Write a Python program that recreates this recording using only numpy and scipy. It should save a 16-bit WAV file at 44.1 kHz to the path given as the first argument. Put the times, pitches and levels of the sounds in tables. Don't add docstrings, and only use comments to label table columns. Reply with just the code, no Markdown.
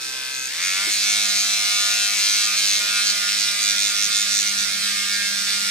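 import sys
import numpy as np
from scipy import signal
from scipy.fft import rfft, irfft, next_fast_len
from scipy.io import wavfile
from scipy.ndimage import map_coordinates

SR = 44100
rng = np.random.default_rng(int(sys.argv[2]) if len(sys.argv) > 2 else 0)


def amplitude_ratio(level_db):
    exponent = np.asarray(level_db, float) / 20
    return 10 ** exponent


def materialize(psi):
    bounded = np.clip(np.atleast_2d(psi).T, -1, 1)
    quanta = np.round(bounded * 32767).astype(np.int16)
    wavfile.write(sys.argv[1], SR, quanta)


N = 251370
T = np.arange(N) / SR

# (t/s, f/Hz)
SHAFT_SPEED = [(0, 65.45), (.47, 65.45), (.55, 78.8), (.6, 87.2), (.65, 91.3), (.75, 95.8), (.85, 102),
               (.9, 102.25), (3.1, 102.25), (3.5, 101.8), (3.9, 101.2), (4.9, 101.22), (5.7, 101.07)]
# (t/s, left-right level/dB)
HAND_PLACE = [(0.0, -4), (0.24, -2), (1.17, -4.5), (2.14, -2.5), (2.43, -4), (3.25, -5), (3.78, -5.5),
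              (4.65, -6), (4.9, -5.5), (5.7, -5.5)]
# (slow level/dB, fast level/dB, change at full pressure/dB)
RATTLE_DB, TIP_DB = (-35.5, -29.5, -0.51), (-67, -37, -19)
# (start t/s, length t/s, bit tip level/dB, chuck level/dB)
HARD_SPELLS = [(0.335, 0.22, -34, -40), (0.625, 0.32, -34.5, -35), (0.916, 0.14, -35, -15),
               (1.097, 0.21, -32, -47), (1.353, 0.1, -31, -13), (1.67, 0.46, -38, -22),
               (2.14, 0.047, -34, -28), (2.184, 0.3, -32, -9.5), (2.57, 0.033, -31.5, -8),
               (2.618, 0.18, -30, -10.5), (2.793, 0.055, -36, -30), (3.055, 0.076, -31, -8),
               (3.284, 0.053, -41, -16), (3.38, 0.072, -32, -10), (3.611, 0.137, -27.5, -11),
               (3.777, 0.15, -28.5, -11.5), (4.016, 0.091, -27.5, -35), (4.15, 0.13, -25, -31),
               (4.32, 0.12, -26.5, -37), (4.482, 0.054, -27, -44), (4.577, 0.11, -38, -40),
               (5.56, 0.072, -34, -16)]


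def drill():
    shaft_hz = curves(SHAFT_SPEED)[0]
    rattle_db = state(*RATTLE_DB) + 0.32 * wobble(8, T)
    tip_db = spells(state(*TIP_DB) + wobble(9.1, T), HARD_SPELLS)
    tied = housing_rattle(shaft_hz, rattle_db) + chuck_knocks(shaft_hz)
    tied = tied + bit_knocks(shaft_hz, tip_db) + sleeve_knocks(shaft_hz)
    hiss_db = rattle_db + 0.019 * (tip_db + 65) + 2.5
    tied = tied + amplitude_ratio(hiss_db) * brush_hiss(shaft_hz)
    return tied * amplitude_ratio(np.outer([.5, -.5], curves(HAND_PLACE)[0] + 4.5))


# (f/Hz, width f/Hz, level/dB)
HOUSING_MODES = [(1375, 189, 8.5), (1903, 370, 2.5), (2126, 116, 7), (2410, 400, 1), (2934, 1090, -2),
                 (3630, 415, 0), (4360, 840, -4.5), (5950, 1350, 0.5), (6490, 1720, -2.5), (8030, 720, -7),
                 (9470, 680, -13.5), (12900, 1300, -50)]
BELLY_TOP_HZ, BELLY_SHARE_DB = 1750, (-11, -7, 0)
STRAIN_TOP_HZ = 2800


def housing_rattle(shaft_hz, rattle_db):
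    def shell(hz):
        bass_loss = (1j * hz / (1j * hz + 1300)) ** 5
        return modes(HOUSING_MODES, order=1)(hz) * bass_loss

    both, left, right = (contacts(shaft_hz) for _ in range(3))
    led = knocks(shaft_hz, [(0, 0.9), (.13, 0.66)], 1, 5e-6, 1.0)
    rattle = led + both + 0.6 * np.array([left, right])
    body = unit(filtered(rattle, shell))
    body = body + (amplitude_ratio(state(*BELLY_SHARE_DB)) - 1) * filtered(body, below(BELLY_TOP_HZ))
    low = filtered(body, below(STRAIN_TOP_HZ))
    return amplitude_ratio(rattle_db + 6.5) * (body + (amplitude_ratio(0.74 * strain()) - 1) * low)


# (t/s, beats)
WHIRL_CREEP = [(0, -18.6), (.85, -18.4), (2.12, -15), (2.52, -14), (2.85, -13), (3.2, -12), (3.38, -11),
               (3.78, -9), (4.07, -7), (4.4, -5), (5.07, 0), (5.7, 4.6)]
CREEP_S, CREEP_SPREAD = 0.00025, 0.19
HURRY_FROM_S, HURRY = 4.4, 2


def contacts(shaft_hz):
    turns, count = np.cumsum(shaft_hz) / SR, np.arange(1200)
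    angles, signs = rng.uniform(size=9), rng.choice([-1, 1], size=9)
    times, sizes = [], []
    for angle, sign in zip(angles, signs):
        s = np.interp(count / 2 + angle, turns, T, right=N)
        beats = np.interp(s, *np.transpose(WHIRL_CREEP)) + CREEP_SPREAD * rng.standard_normal()
        time_chance, size_chance = rng.standard_normal((2, len(s)))
        pace = s + HURRY * np.clip(s - HURRY_FROM_S, 0, None)
        hard = np.cos(np.pi * (count + beats - .5) / 2) ** 2
        jitter = (3e-6 + slip(shaft_hz, s)) * time_chance
        times.append(s - CREEP_S * (beats % 1) + 7e-5 * wobble(3, pace) + jitter)
        sizes.append(sign * hard * amplitude_ratio(2 * wobble(3, pace) + size_chance))
    return pulses(np.concatenate(times), np.concatenate(sizes))


# (f/Hz, width f/Hz, level/dB)
CHUCK_MODES = [(4330, 970, 10), (4950, 350, 8)]
SHANK_MODES = [(5953, 480, 1)]
COLLAR_MODES = [(3610, 480, 0)]
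# (slow level/dB, fast level/dB, change at full pressure/dB)
CHUCK_DB, SHANK_DB, COLLAR_DB = (-72, -12, -17), (-68, -33, -10.5), (-78, -49.5, 7)
# (start t/s, length t/s, shank level/dB, collar level/dB)
SINGING_SPELLS = [(.55, 0.32, -39, -43), (1.06, 0.055, -31, -38), (1.15, 0.18, -38, -34),
                  (1.374, 0.3, -32, -45), (1.658, 0.27, -39, -34.5), (2.203, 0.25, -32, -54),
                  (2.687, 0.12, -34, -43), (2.834, 0.214, -43, -33.5), (3.2, 0.17, -45, -33),
                  (3.478, 0.12, -46, -25.5), (3.666, 0.19, -27, -30.5), (3.857, 0.088, -40, -27),
                  (3.95, 0.15, -26.5, -30.5), (4.107, 0.15, -28, -28.5), (4.285, 0.12, -23.5, -32),
                  (4.454, 0.035, -24, -44), (4.57, 0.08, -29, -33)]


def chuck_knocks(shaft_hz):
    train = knocks(shaft_hz, [(0, 1), (.05, -.15)], 1, 6e-6, 1.5)
    chuck_db = spells(state(*CHUCK_DB) + 0.58 * wobble(28, T), HARD_SPELLS, column=3)
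    shank_db = spells(state(*SHANK_DB) + 0.72 * wobble(2.5, T), SINGING_SPELLS)
    collar_db = spells(state(*COLLAR_DB), SINGING_SPELLS, column=3)
    chuck = struck(train, CHUCK_MODES, chuck_db - 16.5)
    shank = struck(-train, SHANK_MODES, shank_db)
    return chuck + shank + struck(-train, COLLAR_MODES, collar_db)


# (f/Hz, width f/Hz, level/dB)
TIP_MODES = [(6490, 1150, 9.5), (8940, 420, 3)]
CRACK_MODES = [(11900, 3500, 0)]


def bit_knocks(shaft_hz, tip_db):
    train = knocks(shaft_hz, [(0, 1), (.07, .2), (.16, .2)], .7, 8e-6, 1.5, column=2)
    crack_db = tip_db + 10.5 - 25.5
    return struck(train, TIP_MODES, tip_db + 2.5) + struck(train, CRACK_MODES, crack_db)


# (f/Hz, width f/Hz, level/dB)
SLEEVE_MODES = [(2315, 750, 0.5), (2674, 1290, 3), (4730, 580, -3)]
# (start t/s, length t/s, level/dB)
LOOSE_SPELLS = [
    (0.127, 0.25, -34.5),
    (0.55, 0.29, -32.5),
    (1.1, 0.11, -69),
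    (1.883, 0.41, -32.5),
    (2.453, 0.2, -32),
    (3.24, 0.097, -27.5),
    (3.492, .08, -26.5),
    (3.638, 0.083, -27),
    (3.812, 0.057, -27),
]


def sleeve_knocks(shaft_hz):
    train = knocks(shaft_hz, [(-.02, 1), (.15, -.35), (.3, .2)], 1, 8e-6, 1.5)
    sleeve_db = spells(state(-58, -30.5, -9.5) + 2.0 * wobble(8, T), LOOSE_SPELLS)
    return struck(train, SLEEVE_MODES, sleeve_db - 2.0)


# (start t/s, length t/s,
# the bit's length t/s, angle in double turns, slide in double turns per s)
KNOCK_RUNS = [(0, .5, .5, .87, 0), (.05, .4, .1, .4, 0), (.55, .28, .25, .94, 0), (.6, .24, .1, .17, -.6),
              (.88, .4, .3, .35, .22), (.9, .7, .55, .9, .2), (1.28, .82, .8, .37, .14),
              (1.64, .83, .6, .93, .22), (2.13, .67, .5, .41, .24), (2.56, .58, .5, .92, .27),
              (2.95, .3, .2, .42, .3), (3.27, .25, .2, .92, .3), (3.58, .17, .16, .42, .2),
              (3.74, .16, .2, .93, .2), (3.93, .16, .16, .43, .2), (4.1, .16, .16, .94, .2),
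              (4.27, .19, .19, .43, .2), (4.45, .12, .07, .93, .2)]
QUICK_FROM_S, QUICK_EVERY_S, QUICK_ANGLE = 4.55, .13, .42
RUN_EDGE_S, RUN_FADE_S = .012, .035
FAST_HZ = 102.4
FINGERS_S, FINGERS_GAIN = .003, .08


def knocks(shaft_hz, bounces, slide, jitter_s, scatter_db, column=1):
    turns, count = np.cumsum(shaft_hz) / SR, np.arange(600)
    quick = [(QUICK_FROM_S + k * QUICK_EVERY_S, .14, .12, QUICK_ANGLE + k % 2 / 2, .2) for k in range(9)]
    times, sizes = [], []
    for row in KNOCK_RUNS + quick:
        start, angle, slide_rate = row[0], row[3], row[4]
        for late, size in bounces:
            s = np.interp(count + angle + late, turns, T, right=N)
            age = s - start
            time_chance, size_chance = rng.standard_normal((2, len(s)))
            alive = np.clip(age / RUN_EDGE_S, 0, 1) * np.clip((row[column] - age) / RUN_FADE_S, 0, 1)
            wander = 1.5e-5 * wobble(5, s) + (jitter_s + slip(shaft_hz, s)) * time_chance
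            times.append(s - slide * slide_rate * age / FAST_HZ + wander)
            sizes.append(size * alive * amplitude_ratio(0.23 * wobble(5.93, s) + scatter_db * size_chance))
    delays = rng.uniform(size=(2, 6, 1)) * FINGERS_S
    shares = rng.standard_normal((2, 6, 1)) * FINGERS_GAIN

    def fingers(hz):
        return 1 + np.sum(shares * np.exp(-2j * np.pi * hz * delays), axis=1)

    return filtered(pulses(np.concatenate(times), np.concatenate(sizes)), fingers)


def slip(shaft_hz, s):
    run_up = np.interp(s, T, np.gradient(shaft_hz) * SR)
    return 7e-7 * np.clip(run_up - 95, 0, None)


# (f/Hz, level/dB per Hz)
BRUSH_COLOUR = [(180, -84), (300, -35), (600, -20.5), (1050, -21.5), (1390, -6.5), (1730, -6), (2180, 0.5),
                (2880, 0.5), (3640, 5.5), (5320, 5.5), (15600, -15)]


def brush_hiss(shaft_hz):
    gate = amplitude_ratio(3.6 * np.cos(4 * np.pi * np.cumsum(shaft_hz) / SR))
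    noise = rng.standard_normal((3, N))
    return unit(filtered(gate * (noise[0] + 1.85 * noise[1:]), colour(BRUSH_COLOUR)))


# (order, beats added, slow level/dB, fast level/dB, full pressure change/dB, flutter/dB)
STRONG_LINES = [(2, 0.027, -66.5, -52.5, 9, 1.5), (6, 0.025, -66, -49.5, -5.5, 1.5),
                (7, 0.41, -54, -48, -6, 0), (12, 0.513, -65, -52.5, -16, 10), (12, 0.016, -67, -49, -6, 1)]
# (beats added, slow level/dB, fast level/dB, full pressure change/dB)
POLE_LINES = [(0.12, -64.5, -71.5, 1.5), (.5, -68, -62, 2), (0, -62, -60.5, -3.5), (0.494, -65, -57.5, 3.5),
              (0.017, -52.5, -53, -7), (0.489, -69, -57.5, 0), (0.1, -63.5, -53.5, 17), (0, -72, -55, 9)]
POLE_LINE_ORDERS = 4, 5, 8, 9, 10, 11, 16, 24
ODD_SWELL = (1.06, 1.08, 4)


def hum():
    angle = 2 * np.pi * np.cumsum(curves(SHAFT_SPEED)[0]) / SR
    whirl = 2 * np.pi * curves(WHIRL_CREEP)[0]
    strong, weak = 0, 0
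    for k, beats, *db, flutter_db in STRONG_LINES:
        if k % 2:
            lift_db = 0.38 * strain() + spells(0, [ODD_SWELL])
        else:
            lift_db = k / 10 * strain()
        level = amplitude_ratio(state(*db) + lift_db + flutter_db * wobble(7, T))
        strong = strong + level * np.sin(k * angle + beats * whirl + k)
    for k, (beats, *db) in zip(POLE_LINE_ORDERS, POLE_LINES):
        level = amplitude_ratio(state(*db) + 3.95 * wobble(6.14, T))
        weak = weak + level * np.sin(k * angle + beats * whirl + k)
    return strong + amplitude_ratio(0.88 * strain()) * weak


def strain():
    return np.clip(spells(-21.5, [(0.54, 0.37, 0)]) / 20 + 1, 0, 1) * 3.5


# (slow level/dB, fast level/dB, full pressure change/dB)
BELLY_LINES = [(-23, -15.5, -4), (-18, -10, 5), (-24, -11.5, 2), (-16.5, 0, 4), (-19, -15, 14.5),
               (-21, -10.5, -16), (-23, -12, 4.5), (-15, -7, 9.5), (-2, -8, -3), (-4.5, -9, -1.5),
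               (-4, -6.5, 0), (4, -10.5, -4), (-17, -5, -6), (-1, -11, -5), (-10, -15, -1), (-2, -28, -5),
               (3, -33, 0), (0, -30, -8)]
BELLY_LINE_ORDERS = 10, 12, 13, 14, 15, 16, 17, 18, 20, 22, 23, 24, 25, 26, 27, 38, 39, 40
# (start t/s, length t/s, level/dB)
DRONE_SPELLS = [(.53, 0.063, -43), (0.593, 0.26, -34), (1.24, 0.15, -37), (1.585, 0.35, -39),
                (2.07, 0.084, -34.5), (2.466, 0.1, -34), (2.805, 0.21, -33.5), (3.21, 0.082, -34.5),
                (3.49, 0.077, -43), (3.9, 0.074, -38), (4.08, 0.044, -39), (4.243, 0.035, -43),
                (4.517, 0.045, -39), (4.648, 0.061, -39)]


def belly():
    angle = 2 * np.pi * np.cumsum(curves(SHAFT_SPEED)[0]) / SR
    whirl = np.pi * curves(WHIRL_CREEP)[0]
    lines = 0
    for k, db in zip(BELLY_LINE_ORDERS, BELLY_LINES):
        phase = k * angle + k % 2 * whirl + k * k / 4 + 0.71 * wobble(6, T)
        lines = lines + amplitude_ratio(state(*db) + 2.7 * wobble(9, T)) * np.sin(phase)
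    return amplitude_ratio(spells(state(-45, -45, 4), DRONE_SPELLS)) * lines


# (t/s, peak level/dB, f/Hz)
FINGER_TAPS = [
    (0.867, -33, 319),
    (2.091, -45, 522),
    (2.832, -46, 307),
    (3.36, -49, 545),
]


def bumps():
    out, t = np.zeros(N + SR), np.arange(SR // 10) / SR
    for s, db, hz in FINGER_TAPS:
        ring = np.sin(2 * np.pi * hz * t)
        ring += 0.6 * np.sin(2 * np.pi * 1.3 * hz * t)
        ring += 0.25 * np.sin(2 * np.pi * 2.2 * hz * t)
        out[round(s * SR):][:len(t)] += amplitude_ratio(db - 60 * t / 0.13) * (1 - np.exp(-t / 0.004)) * ring
    return out[:N]


# (f/Hz, t60 t/s)
ROOM_DECAY = [(300, 1), (3000, 1), (12000, 0.024)]


def room(x):
    hz, t, z = signal.stft(rng.standard_normal((2, SR // 3)), SR, nperseg=256)
    z = z * amplitude_ratio(-60 * t / along(ROOM_DECAY, hz)[:, None]) * (hz > 400)[:, None]
    tail = signal.istft(z, SR, nperseg=256)[1]
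    tail = tail / np.linalg.norm(tail[0])
    return signal.fftconvolve(np.pad(x, (60, 0))[None], tail, axes=1)[:, :N]


# (f/Hz, level/dB per Hz)
RUMBLE_COLOUR = [(15, -30), (30, -16), (50, -2), (62, -12), (130, -6.5), (200, -4), (300, -13.5),
                 (500, -120)]
AIR_COLOUR = [(100, -50), (200, 0), (280, -0.5), (450, -4), (900, -9), (1500, -1), (2500, -120)]
# (start t/s, length t/s, level/dB)
HAND_SHUFFLES = [
    (1.106, 0.13, -61),
    (2.75, 0.077, -61),
    (3.1, 0.065, -58),
    (4.057, 0.085, -57),
    (4.55, 0.28, -55.5),
]
# (start t/s, length t/s, level/dB)
AIR_STIRS = [
    (0, 0.25, -56.5),
    (1.023, 0.14, -60),
    (2.76, 0.13, -56),
    (4.094, 0.87, -63),
]


def air():
    rumble_db = spells(state(-70, -68.5, 10), HAND_SHUFFLES)
    air_db = spells(-59, AIR_STIRS)
    out = 0
    for spectrum, db, apart in (RUMBLE_COLOUR, rumble_db, .22), (AIR_COLOUR, air_db, .7):
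        noise = rng.standard_normal((3, N))
        bed = unit(filtered(noise[0] + apart * noise[1:], colour(spectrum)))
        out = out + amplitude_ratio(db + 1.5 + 1.3 * wobble(8.2, T)) * bed
    return out


# (t/s, pressure on the nail 0-1)
GRIP_PRESSURE = [(0, 0.48), (1.9, 0.12), (2.5, 0.16), (3.3, 0.25), (4.0, 0.48), (4.5, 0.6), (5.0, 0.98),
                 (5.7, 1)]


def state(slow_db, fast_db, pressed_db):
    fast = np.clip((curves(SHAFT_SPEED)[0] - 65.5) / (FAST_HZ - 65.5), 0, 1)
    return slow_db + fast ** 2 * (fast_db - slow_db) + pressed_db * np.clip(curves(GRIP_PRESSURE)[0], 0, 1)


def spells(steady_db, rows, column=2):
    def rise(s):
        return np.clip((T - s) / .022 + .5, 0, 1)

    extra = sum(amplitude_ratio(row[column]) * rise(row[0]) * (1 - rise(row[0] + row[1])) for row in rows)
    return 10 * np.log10(amplitude_ratio(steady_db) ** 2 + extra ** 2)


def unit(x):
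    return x / np.sqrt(np.mean(x ** 2) + 1e-20)


def along(points, hz):
    f, v = np.transpose(points)
    return np.interp(np.log(hz + 1), np.log(f + 1), v)


def curves(rows):
    s, *cols = np.transpose(rows)
    return [np.interp(T, s, c) for c in cols]


def wobble(rate, at):
    return map_coordinates(rng.standard_normal(200), [np.clip(at * rate + 2, 0, 198)])


def filtered(x, response):
    m = next_fast_len(N + SR // 2)
    return irfft(rfft(x, m) * response(np.fft.rfftfreq(m, 1 / SR)), m)[..., :N]


def below(edge_hz):
    return lambda hz: 1 / (1 + (hz / edge_hz) ** 8)


def colour(points):
    return lambda hz: amplitude_ratio(along(points, hz))


def modes(rows, order=2):
    def response(f):
        total = 0
        for k, (centre, width, db) in enumerate(rows):
            loss = 1j * f * width
            total = total + (-1) ** k * amplitude_ratio(db) * loss / (centre * centre - f * f + loss)
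        return total ** order
    return response


def struck(train, body, db):
    return amplitude_ratio(db) * unit(filtered(train, modes(body)))


def pulses(seconds, sizes):
    at = np.clip(seconds * SR, 8, N + 8)[:, None]
    index = np.floor(at).astype(int) + np.arange(-7, 9)
    shape = np.sinc(index - at) * np.cos(np.pi * (index - at) / 16) ** 2
    return np.bincount(index.ravel(), (sizes[:, None] * shape).ravel(), N + 32)[:N]


# (f/Hz, radians left leads)
PORT_TILT = [(60, 0.0), (110, 10), (200, 1), (380, -2), (700, -5.5), (1290, -2.5), (2380, 0.5), (4400, -5),
             (8120, 2.5), (15000, 12.5)]
PORT_LEAD = [(250, 0.12), (340, 0.8), (690, -1.68), (1030, -1.4), (1550, -0.9), (1980, -1), (2840, 1),
             (3300, 1.05), (5250, 1.64), (8180, 1.17), (15000, 3)]
TABLE_S, TABLE_GAIN = 0.000657, (-0.091, -0.056)


def scene():
    def ports(hz):
        tilt, lead = along(PORT_TILT, hz), along(PORT_LEAD, hz)
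        return np.array([amplitude_ratio(k * tilt) * np.exp(1j * k * lead) for k in (.5, -.5)])

    def table(hz):
        shadow = 1 - 0.44 * modes([(2950, 290, 0)], order=1)(hz)
        return shadow * (1 + np.outer(TABLE_GAIN, np.exp(-2j * np.pi * hz * TABLE_S)))

    tool = drill()
    direct = filtered(filtered(tool, table) + hum() + belly(), ports)
    return direct + amplitude_ratio(-15) * room(tool.mean(0)) + bumps() + air()


def roll_off(x):
    return signal.sosfilt(signal.butter(12, 15710, fs=SR, output="sos"), x)


def record(dry):
    soft = dry / (1 + np.abs(dry / .72) ** 4) ** .25
    mix = filtered(soft, lambda hz: hz < 15550)
    return roll_off(mix)


dry = scene()
out = record(dry)
materialize(out)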